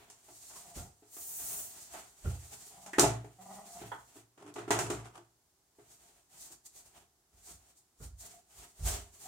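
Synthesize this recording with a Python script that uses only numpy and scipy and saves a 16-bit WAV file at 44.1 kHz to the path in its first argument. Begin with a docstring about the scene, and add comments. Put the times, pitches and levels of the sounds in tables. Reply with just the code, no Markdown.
"""A sheet-metal computer cover is jerked off its catches, then scraped and knocked free of the chassis.
Blows set the sheet's modes ringing over dense bursts of noise; small catches keep it humming in the scrapes.
Hands rub the panel in quick slips, clothes swish as shaped noise, and soft steps make floor boards throb.
Now and then a rubbing contact squeaks. A small room answers as fading noise, over a faint room tone."""
import sys
import numpy as np
from scipy import signal
from scipy.fft import rfft, irfft, next_fast_len
from scipy.io import wavfile
from scipy.ndimage import map_coordinates

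SR = 44100
rng = np.random.default_rng(int(sys.argv[2]) if len(sys.argv) > 2 else 0)


def file_out(sig):
    """Save sig as 16-bit WAV at sys.argv[1]."""
    # one column per channel
    cols = np.atleast_2d(sig).T
    # limit, then scale
    lim = np.clip(cols, -1, 1)
    pcm = np.round(lim * 32767).astype(np.int16)
    wavfile.write(sys.argv[1], SR, pcm)


N = 408807  # length in samples

# Levels in the tables are relative: the functions trim some of them further.
# Room tone: pitch_hz, level_db (per Hz)
AIR_SPECTRUM = [(20, -24.5), (45, -1.5), (84, -4), (256, -10.5), (384, -5.5), (520, -16.5), (700, -8.5),
                (2480, -20), (7300, -12.5), (16000, -22)]
# How alike the two ears are: pitch_hz, likeness (1 is identical)
EAR_LIKENESS = [(100, 0.94), (380, 0.87), (700, 0.59), (1400, 0.14), (3000, 0.076), (8000, 0.037),
                (14000, 0.21)]
# Colour difference of the two microphones: pitch_hz, left_minus_right_db
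MIC_LEAN = [(60, -2), (110, -1.5), (200, -1.5), (380, -1), (700, 0), (1290, -1.0), (2380, 0), (4400, -1),
            (8120, -1), (15000, 1.5)]
# How long the room rings: pitch_hz, t60_s (time to fall 60 dB)
ROOM_DECAY = [(100, 0.51), (400, 0.32), (2000, 0.25), (7000, .24), (14000, 0.15)]

# Cloth brushing past cloth: top_speed_s, half_length_s, swish_db, fold_db
CLOTH_BRUSHES = [(0.003, 0.13, -68.5, -61), (0.456, 0.18, -52.5, -69), (0.564, 0.027, -53, -63),
                 (0.782, 0.048, -49, -57), (1.189, 0.068, -52, -67.5), (1.508, 0.26, -49, -57.5),
                 (1.801, 0.063, -59.5, -75.5), (1.95, 0.085, -54.5, -59), (2.274, 0.044, -56, -56.5),
                 (2.561, 0.33, -54, -61), (3.554, 0.16, -58.5, -62), (3.736, 0.039, -50.5, -80),
                 (3.822, 0.035, -58.5, -54), (5.915, 0.029, -58, -69), (6.417, 0.057, -50.5, -68.5),
                 (6.526, 0.018, -53.5, -63.5), (6.662, 0.0141, -50.5, -70), (6.77, 0.037, -54, -67.5),
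                 (6.861, 0.021, -57.5, -65), (6.977, 0.035, -61, -60), (7.483, 0.063, -54.5, -64.5),
                 (7.78, 0.021, -60.5, -78), (8.038, 0.031, -50.5, -60.5), (8.206, 0.017, -51.5, -74),
                 (8.267, 0.041, -50, -56), (8.599, 0.086, -55, -60), (8.884, 0.049, -36, -44),
                 (8.956, 0.057, -52, -52), (9.26, 0.09, -49, -56)]
# Fine hiss of the weave: pitch_hz, level_db (per Hz)
SWISH_SPECTRUM = [(1180, -38), (2000, -14), (2110, -21), (2810, -18.5), (4650, -6.5), (4940, -9), (7190, 1),
                  (7770, -1.5), (8550, -0.5), (10400, -8.5), (15100, -11.5), (16000, -17)]
# Duller sound of the folds: pitch_hz, level_db (per Hz)
FOLD_SPECTRUM = [(90, 0), (200, -6), (300, -6.5), (400, 0), (500, -11), (700, 1.5), (1100, -7),
                 (2000, -8.5), (3200, -8.5), (6000, -21)]
# Bouts of moving about, each with a faint rustle: start_s, length_s, level_db
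MOVING_BOUTS = [(0.404, 0.51, -66), (1.127, 0.72, -69.5), (3.396, 0.8, -65), (5.744, 0.61, -71.5),
                (6.288, 0.2, -65.5), (6.742, .17, -67), (7.324, 0.38, -68), (8.198, 0.2, -65)]

# Footfalls: start_s, level_db, floor_pitch_hz, push_length_s, heel_db
FOOTFALLS = [(0.761, -45, 90.2, 0.019, -43.5), (2.245, -25, 77.2, 0.017, -39),
             (7.331, -57.5, 55.5, 0.01, -71), (7.506, -55, 58.7, 0.028, -63),
             (8, -39.5, 61.4, 0.034, -51.5), (8.115, -46, 57.1, 0.0117, -84.5),
             (8.546, -54, 54, 0.026, -85), (8.789, -24, 56.3, 0.038, -54)]
# Close floor modes that beat together: ratio_to_floor_pitch, level_db, t60_s
BOARD_MODES = [(.9, -1, 0.39), (1.12, -3.5, 0.45), (1.55, -7, 0.48), (2.5, -18.5, 0.26)]
# Heel noise: pitch_hz, level_db (per Hz)
HEEL_SPECTRUM = [(60, 11.5), (150, 4), (260, -6.5), (420, -4.5), (1000, -19), (1250, -16.5), (1400, -7.5),
                 (1560, -23.5), (8000, -43)]

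# Skin on the lid and soles on the floor, singing briefly: start_s, length_s, pitch_hz, level_db
SQUEAK_NOTES = [(0.555, 0.013, 992, -55.5), (8.335, 0.044, 718, -64.5), (9.241, 0.039, 736, -55)]
# Fingers dragging on the lid: start_s, length_s, level_db
FINGER_DRAGS = [(0.627, 0.22, -61.5), (2.7, 0.32, -61), (3.372, 0.064, -53), (3.455, 0.16, -51.5),
                (3.66, 0.17, -58)]
# Resonances of the lid under the fingers: pitch_hz, width_hz, level_db
FINGER_RESONANCES = [(115, 55, -3), (189, 16, -8), (385, 30, -15), (700, 30, 2), (728, 20, 4), (770, 28, 3),
                     (980, 45, -7), (1170, 35, -7), (1950, 110, -2)]
# A palm gliding over the lid: start_s, length_s, level_db
PALM_GLIDES = [(1.092, .52, -38.5)]
# Hiss of the palm: pitch_hz, level_db (per Hz)
PALM_SPECTRUM = [(4000, -31), (6500, -5), (9000, -3), (12000, -8), (14500, -2), (16000, -5)]

# Retaining tabs letting go: start_s, level_db, pitch_hz, tilt_above_pitch_db_per_octave
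TAB_SNAPS = [(2.932, -45, 1947, -14.5), (3.916, -42, 970, -0.5)]
# Hollow clack of a tab: ratio_to_pitch, level_db (per Hz)
TAB_SPECTRUM = [(.15, -35), (.38, -8), (.7, -11), (1, 3), (1.18, -6), (1.4, -4), (2, -11), (2.6, -30),
                (3, -27), (3.4, -14), (3.9, -33), (9, -42)]
# The rim dragging on the chassis: start_s, length_s, panel_db, grit_db
RIM_SCRAPES = [(0.489, 0.1, -79, -60.5), (4.387, 0.115, -59.5, -60.5), (4.567, .04, -51, -53.5),
               (4.721, .18, -51, -50), (4.93, 0.15, -63, -57), (5.122, .06, -68, -57.5)]
# Grit in the scrape: pitch_hz, level_db (per Hz)
GRIT_SPECTRUM = [(290, -44.5), (500, -12.5), (640, -5), (820, -5), (1300, -7), (1930, -16), (3020, -15),
                 (3980, -23.5), (7210, -17), (10000, -22), (16000, -43)]

# Metal knocking on metal: start_s, panel_boom_db, hollow_ring_db, clank_db, contact_time_s
METAL_KNOCKS = [(0.1, -68, -67, -62, 0.00029), (0.282, -48, -51, -58, 0.0058),
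                (1.165, -54, -58, -55.5, 0.0013), (1.936, -47, -38.5, -39.5, 0.016),
                (2.862, -59, -55.5, -51.5, 0.00066), (2.932, -48, -60, -54.5, .0005),
                (2.983, -21.5, -30, -23, 0.0018), (2.995, -28, -36, -33.5, 0.0002),
                (2.998, -29, -39.5, -38.5, 0.00037), (3.031, -22, -21, -33, .0025),
                (3.038, -27, -24.5, -33.5, 0.002), (3.1, -39, -37.5, -55, 0.0027),
                (3.244, -46, -49, -56.5, 0.0016), (3.812, -35.5, -39.5, -47.5, 0.015),
                (4.376, -58, -62.5, -57.5, 0.002), (4.54, -62, -71.5, -67, .0002),
                (4.558, -36, -42, -43.5, 0.0022), (4.581, -40.5, -44, -45.5, 0.0022),
                (4.678, -35, -46.5, -46, 0.0023), (4.706, -26, -33.5, -24.5, 0.0014),
                (4.76, -32.5, -32.5, -46, 0.0027), (4.789, -40.5, -34, -34, 0.0007),
                (4.800, -25, -36.5, -42.5, .005), (4.901, -32, -47, -37, 0.001),
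                (4.953, -42, -51, -62.5, 0.0022), (6.503, -57, -64, -65.5, 0.0031)]
# Soft bumps of the hands against the cover: start_s, panel_boom_db
HAND_BUMPS = [(1.022, -52.5), (4.156, -46), (4.445, -47), (4.484, -44), (4.619, -38.5), (4.903, -29),
              (5.182, -47), (5.785, -47.5), (7.48, -53)]
# Whole lid flexing like a drum skin, the chassis shaking with it: pitch_hz, level_db, t60_s
DRUM_MODES = [(60, -21, .45), (84, -25, .3), (115, -4, .33), (136, -9, .24), (184, -11, .18)]
# Bending modes of the sheet: pitch_hz, level_db, t60_s
COVER_MODES = [(288, -11, .13), (305, -7, .15), (344, -6, .14), (362, -5, .14), (385, -7, .11),
               (408, -6, .14), (462, -15, .12), (560, -16, .16), (613, -15, .18), (654, -5, .24),
               (690, -11, .16), (718, -7, .24), (742, -11, .18), (792, -15, .22), (845, -13, .22),
               (871, -11, .25), (960, -16, .18), (1077, -15, .2), (1163, -12, .26), (1277, -12, .23),
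               (1344, -9.5, .27), (1420, -15, .21), (1530, -15, .22), (1803, -18, .22), (1945, -18, .24),
               (2380, -20, .24), (2630, -23, .22)]
# Dense upper modes of the sheet: pitch_hz, level_db (per Hz)
CLANK_SPECTRUM = [(150, -25.5), (350, -14.5), (500, -14), (700, -4.5), (1300, -5.5), (2000, -8),
                  (2800, -10.5), (4200, -14.5), (9000, -42.5)]
# Bright tick of the sheet's edges: pitch_hz, level_db (per Hz)
TICK_SPECTRUM = [(1500, -36.5), (3500, -12.5), (4700, -9.5), (6000, -3), (7200, -1), (9200, -4),
                 (11000, -14.5), (14500, -17.5), (16000, -24.5)]
# Thin ring of the rim: pitch_hz, level_db
RIM_MODES = [(6391, -2), (6607, 0), (6885, -1), (7032, -1), (7332, -4), (7495, -1), (8014, -5), (8441, -6)]

LOW_CUT_HZ, TOP_HZ = 38, 15850  # bass roll-off of the microphones; upper band limit
BRUSH_RISE, BRUSH_ROUNDNESS = 0.78, 1.265  # speeding up over slowing down; 1 is a pointed swell, 2 a bell
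MOVE_ATTACK_S, MOVE_RELEASE_S = 0.015, 0.018
# Rustle: folds relative to swish; depth and rate of its small random stirrings
RUSTLE_FOLD_DB, RUSTLE_SWING_DB, RUSTLE_PER_S = -4.5, 3, 11
SQUEAK_WAVER, SQUEAK_ROUGH_DB = 0.0345, 4.5  # depth of the random pitch (fraction) and level changes
SQUEAK_ATTACK_S, SQUEAK_RELEASE_S = 0.0051, 0.014
FINGER_ATTACK_S, FINGER_RELEASE_S = 0.041, 0.033
PALM_ATTACK_S, PALM_RELEASE_S = 0.23, 0.057
SLIP_HZ = 186  # middle rate of the fingertip slips
STUTTER_DB, STUTTER_PER_S = 3.5, 110  # the fingers grab and let go
SCRAPE_ATTACK_S, SCRAPE_RELEASE_S = 0.011, 0.015
# Tiny catches of the rim: rate, life, smallest and largest size
CATCH_PER_S, CATCH_T60_S, CATCH_SIZE_DB = 140, 0.041, (-6.05, 5.5)
SLIDE_SHARE = 0.5  # smooth sliding between the catches
# Flesh is soft: hollow ring and clank relative to boom, contact time
BUMP_HOLLOW_DB, BUMP_CLANK_DB, BUMP_CONTACT_S = -11, -13, 0.008
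LIFT_S, FREE_DB = 4.3, 1.5  # the deepest cover modes are this much stronger before the lift, weaker after
# Contact time where tick and clank start level, before trims; tick gain each time that time halves
EDGE_CONTACT_S, EDGE_DB_PER_OCTAVE = 0.00096, 6.5
PRESS_GAIN, PRESS_T60_S = 2.5, 0.06  # the sheet is loudest while the blow still presses on it
# Whole lid: level, dB for each dB of boom, time to get going
DRUM_DB, DRUM_GROWS, DRUM_FOLLOW_S = 6, 1.38, 0.019


def amp(db):
    """Turn decibels into gain."""
    return 10 ** (np.asarray(db) / 20)


def unit(x):
    """Scale x to an average (rms) level of 1."""
    return x / np.sqrt(np.mean(x ** 2) + 1e-20)


def along(points, hz):
    """Read a value between (pitch_hz, value) points on a log pitch axis."""
    pitch, value = np.transpose(points)
    return np.interp(np.log(hz + 1), np.log(pitch + 1), value)


def ear_angle(hz):
    """Half the angle between two ears whose likeness is its cosine."""
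    return np.arccos(np.clip(along(EAR_LIKENESS, hz), -1, 1)) / 2


def wobble(rate):
    """A smooth random curve through `rate` random points a second."""
    knots = rng.standard_normal(int(N * rate / SR) + 4)
    return map_coordinates(knots, [np.arange(N) * rate / SR])


def filtered(x, response):
    """Multiply the spectrum of x by a response of frequency."""
    n = x.shape[-1]
    padded = next_fast_len(n + SR // 4)
    spectrum = rfft(x, padded) * response(np.fft.rfftfreq(padded, 1 / SR))
    return irfft(spectrum, padded)[..., :n]


def resonances(modes, hz):
    """Summed response of (pitch_hz, width_hz, level_db) resonances that ring only after a push."""
    return sum(amp(db) * 1j * hz * width / (centre * centre - hz * hz + 1j * hz * width)
               for centre, width, db in modes)


def noise(spectrum, size):
    """Stereo noise of rms 1: bass much alike in both ears, treble mostly unrelated."""
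    def middle_and_side(hz):
        angle = ear_angle(hz)
        return amp(along(spectrum, hz)) * [np.cos(angle), np.sin(angle)]
    mid, side = filtered(rng.standard_normal((2, size)), middle_and_side)
    return unit(np.array([mid + side, mid - side]))


def fade(t, t60):
    """Free decay, falling 60 dB in t60 seconds."""
    return np.exp(-np.log(1000) * t / t60)


def add(track, s, sound):
    """Mix a sound into the track at time s."""
    part = track[:, round(s * SR):][:, :sound.shape[-1]]
    part += sound[..., :part.shape[1]]


def stroke(start, length, attack, release):
    """Gain of a sliding contact: it gathers speed, holds, and dies away once let go."""
    t = np.arange(N) / SR - start
    rise = 1 - np.exp(-np.maximum(t, 0) / attack)
    return rise * np.exp(-np.maximum(t - length, 0) / release)


def brush(s, half_length):
    """Gain of one cloth surface sweeping past another, fastest at time s."""
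    u = (np.arange(N) / SR - s) / half_length
    distance = np.minimum(np.maximum(u, -u / BRUSH_RISE), 10)
    return np.exp(-distance ** BRUSH_ROUNDNESS)


def ring(modes, t, scatter_db, stagger):
    """One blow swings the modes at new random strengths, out of step by about `stagger` cycles."""
    hz, db, t60 = np.transpose(modes)[:, :, None]
    size, lag, spread, grip = rng.standard_normal((4, len(modes), 1))
    hz = hz + 4 * np.tanh(hz / 500) * grip  # the shifting grip detunes each mode a little
    swing = amp(db + scatter_db * size) * fade(t, t60)
    apart = np.tanh(spread) * ear_angle(hz)  # modes reach the two ears unlike
    phase = hz * t + stagger * lag
    return np.array([np.sum(swing * np.sin(2 * np.pi * phase + ear * apart), 0) for ear in (-1, 1)])


def room_tone():
    """Steady, faint noise shaped like the air of a quiet room."""
    return amp(-73.5) * noise(AIR_SPECTRUM, N)


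def room(x):
    """The room's diffuse answer: noise in which each frequency dies at its own speed."""
    burst = noise([(100, 0.0074), (16000, 0.0041)], SR // 2)
    hz, t, cells = signal.stft(burst, SR, nperseg=256)
    fading = cells * fade(t, along(ROOM_DECAY, hz)[:, None])
    tail = signal.istft(fading, SR, nperseg=256)[1]
    tail = np.pad(tail / np.linalg.norm(tail[0]), ((0, 0), (SR // 150, 0)))  # short delay before the answer
    return signal.fftconvolve(x, tail, axes=1)[:, :N]


def clothes():
    """Sleeves and trouser legs brush over a faint rustle: fine hiss from the weave, duller folds."""
    swish, fold = sum(np.outer(amp(dbs), brush(s, half_length)) for s, half_length, *dbs in CLOTH_BRUSHES)
    moving = sum(amp(db) * stroke(s, length, MOVE_ATTACK_S, MOVE_RELEASE_S)
                 for s, length, db in MOVING_BOUTS)
    rustle = moving * amp(RUSTLE_SWING_DB * wobble(RUSTLE_PER_S))
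    swish = np.hypot(swish, rustle)
    fold = np.hypot(fold, amp(RUSTLE_FOLD_DB) * rustle)
    weave = amp(2.1 * wobble(45) + 0.37 * wobble(840))
    hiss = swish * noise(SWISH_SPECTRUM, N)
    dull = amp(2.0 * wobble(25)) * fold * noise(FOLD_SPECTRUM, N)
    return weave * (hiss + dull)


def steps():
    """Weight comes down softly on the boards, which throb at a pitch that depends on the spot."""
    out, t = np.zeros((2, N)), np.arange(SR * 3 // 4) / SR
    for s, db, hz, push, heel_db in FOOTFALLS:
        late = t - 2 * push  # the modes swing together when the full weight has landed
        boom = sum(amp(level) * fade(late, t60) * np.sin(2 * np.pi * ratio * hz * late)
                   for ratio, level, t60 in BOARD_MODES)
        weight = 1 - np.exp(-(t / (1.5 * push)) ** 2)
        heel_shape = fade(t, 0.334) * (1 - np.exp(-t / 0.0076))
        heel = amp(heel_db + 7.0) * noise(HEEL_SPECTRUM, len(t)) * heel_shape
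        add(out, s, amp(db - 5.0) * boom * weight + heel)
    return out


def squeaks():
    """A rubbing contact sticks and slips fast enough to give a faint, wavering note."""
    out = np.zeros(N)
    waver = np.exp(SQUEAK_WAVER * wobble(150))
    rough = unit(amp(SQUEAK_ROUGH_DB * wobble(90)))
    for s, length, hz, db in SQUEAK_NOTES:
        note = unit(np.sin(2 * np.pi * np.cumsum(hz * waver) / SR))
        out += amp(db) * note * rough * stroke(s, length, SQUEAK_ATTACK_S, SQUEAK_RELEASE_S)
    return out


def fingers():
    """Fingertips judder over the lid: each quick slip is a click that rings its resonances."""
    drag = sum(amp(db) * stroke(s, length, FINGER_ATTACK_S, FINGER_RELEASE_S)
               for s, length, db in FINGER_DRAGS)
    slip_hz = SLIP_HZ * np.exp(0.04 * wobble(18) + 0.1 * wobble(170))
    slips = np.diff(np.floor(np.cumsum(slip_hz) / SR), prepend=0)  # one click per whole cycle
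    uneven = slips * amp(3 * wobble(55) + 2 * wobble(190))
    judder = unit(filtered(uneven, lambda hz: resonances(FINGER_RESONANCES, hz) / (1 + (hz / 1250) ** 4)))
    return drag * judder * amp(STUTTER_DB * np.tanh(wobble(STUTTER_PER_S)))


def palm():
    """A dry palm hisses along the lid as noise of slightly uneven level."""
    glide = sum(amp(db) * stroke(s, length, PALM_ATTACK_S, PALM_RELEASE_S) for s, length, db in PALM_GLIDES)
    return amp(0.62 * wobble(41)) * glide * noise(PALM_SPECTRUM, N)


def tabs():
    """A tab snaps over its slot with a short, hollow burst of noise."""
    out, t = np.zeros((2, N)), np.arange(SR // 4) / SR
    for s, db, hz, tilt in TAB_SNAPS:
        spectrum = [(ratio * hz, level + tilt * max(np.log2(ratio), 0)) for ratio, level in TAB_SPECTRUM]
        decay = fade(t, 0.24) + 1.2 * fade(t, 0.11)
        add(out, s, amp(db) * noise(spectrum, len(t)) * decay * (1 - np.exp(-t / 0.002)))
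    return out


def scrape():
    """The rim catches and slips on the chassis at an uneven rate; the slips keep the panel humming."""
    panel, grit = sum(np.outer(amp(dbs), stroke(s, length, SCRAPE_ATTACK_S, SCRAPE_RELEASE_S))
                      for s, length, *dbs in RIM_SCRAPES)
    catches = (rng.random(N) < CATCH_PER_S / SR) * amp(rng.uniform(*CATCH_SIZE_DB, N))
    catch_decay = fade(np.arange(SR // 10) / SR, CATCH_T60_S)
    slips = unit(SLIDE_SHARE + signal.fftconvolve(catches, catch_decay)[:N])
    # a mode that dies faster has a wider resonance
    sheet = [(hz, np.log(1000) / (np.pi * t60), db) for hz, db, t60 in DRUM_MODES + COVER_MODES]
    push = slips * rng.standard_normal(N)
    hum = unit(filtered(push, lambda hz: resonances(sheet, hz) / (1 + (hz / 900) ** 2)))
    return panel * hum + grit * slips * noise(GRIT_SPECTRUM, N)


def contacts():
    """Each blow booms in the panel, rings hollow in its middle modes, clanks above and ticks at the edge."""
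    out, t, long = np.zeros((2, N)), np.arange(SR * 2 // 5) / SR, np.arange(SR * 3 // 4) / SR
    bumps = [(s, db, db + BUMP_HOLLOW_DB, db + BUMP_CLANK_DB, BUMP_CONTACT_S) for s, db in HAND_BUMPS]
    middle = [mode for mode in COVER_MODES if 500 <= mode[0] < 900]
    rim_modes = [(hz, db, 0.24) for hz, db in RIM_MODES]
    press = 1 + PRESS_GAIN * fade(t, PRESS_T60_S)
    rattle_decay = fade(t, 0.36) + 1.6 * fade(t, 0.067)
    tick_decay = fade(t, 0.24) + 2.0 * fade(t, 0.01) + 3 * fade(t, 0.002)
    for s, boom_db, hollow_db, clank_db, contact_s in METAL_KNOCKS + bumps:
        seat_db = -FREE_DB if s > LIFT_S else FREE_DB
        low = [(hz, db + (hz < 330) * seat_db, t60) for hz, db, t60 in COVER_MODES if hz < 500]
        tick_db = clank_db + EDGE_DB_PER_OCTAVE * np.log2(EDGE_CONTACT_S / contact_s)
        tilt = 2.4 * np.tanh(np.log(0.00046 / contact_s))  # dB per octave: a brief contact is brighter
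        high = [(hz, db + tilt * np.log2(hz / 1000), t60) for hz, db, t60 in COVER_MODES if hz >= 900]
        dense = [(hz, db + tilt * np.log2(hz / 1000)) for hz, db in CLANK_SPECTRUM]

        boom = amp(boom_db - 7) * ring(low, t, scatter_db=3.5, stagger=0.27)
        hollow = amp(hollow_db - 5.0) * ring(middle, t, scatter_db=0.0, stagger=0.88)
        clank = amp(clank_db - 8.5) * ring(high, t, scatter_db=3.0, stagger=0.88)
        rattle = amp(clank_db - 7.5) * noise(dense, len(t)) * rattle_decay
        tick = amp(tick_db - 3.5) * noise(TICK_SPECTRUM, len(t)) * tick_decay
        rim = amp(tick_db - 17) * ring(rim_modes, t, scatter_db=2, stagger=1)
        blow = press * (boom + hollow + clank) + rattle + tick + rim
        add(out, s, blow * (1 - np.exp(-t / contact_s)))

        drum_gain = amp(DRUM_DB + DRUM_GROWS * boom_db)  # light taps barely move the whole lid
        drum = drum_gain * ring(DRUM_MODES, long, scatter_db=0.5, stagger=0.065)
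        add(out, s, drum * (1 - np.exp(-long / DRUM_FOLLOW_S)))  # the whole lid is slow to follow
    return out


def scene():
    """Clothes, steps, hands and cover in the room, over its faint tone."""
    person = clothes() + squeaks() + fingers() + palm()
    cover = tabs() + scrape() + contacts()
    echo = room(amp(-7.0) * cover + amp(-5.5) * person)
    return room_tone() + echo + steps() + person + cover


def record(dry):
    """Two microphones differ a little in colour, shed the deepest bass and stop at the band limit."""
    def microphones(hz):
        colour = amp(np.outer([1, -1], along(MIC_LEAN, hz)) / 2)
        low_cut = 1 - 1 / (1 + (hz / LOW_CUT_HZ) ** 6)
        return colour * low_cut * (hz < TOP_HZ)
    return filtered(dry, microphones)


dry = scene()
out = record(dry)
file_out(out)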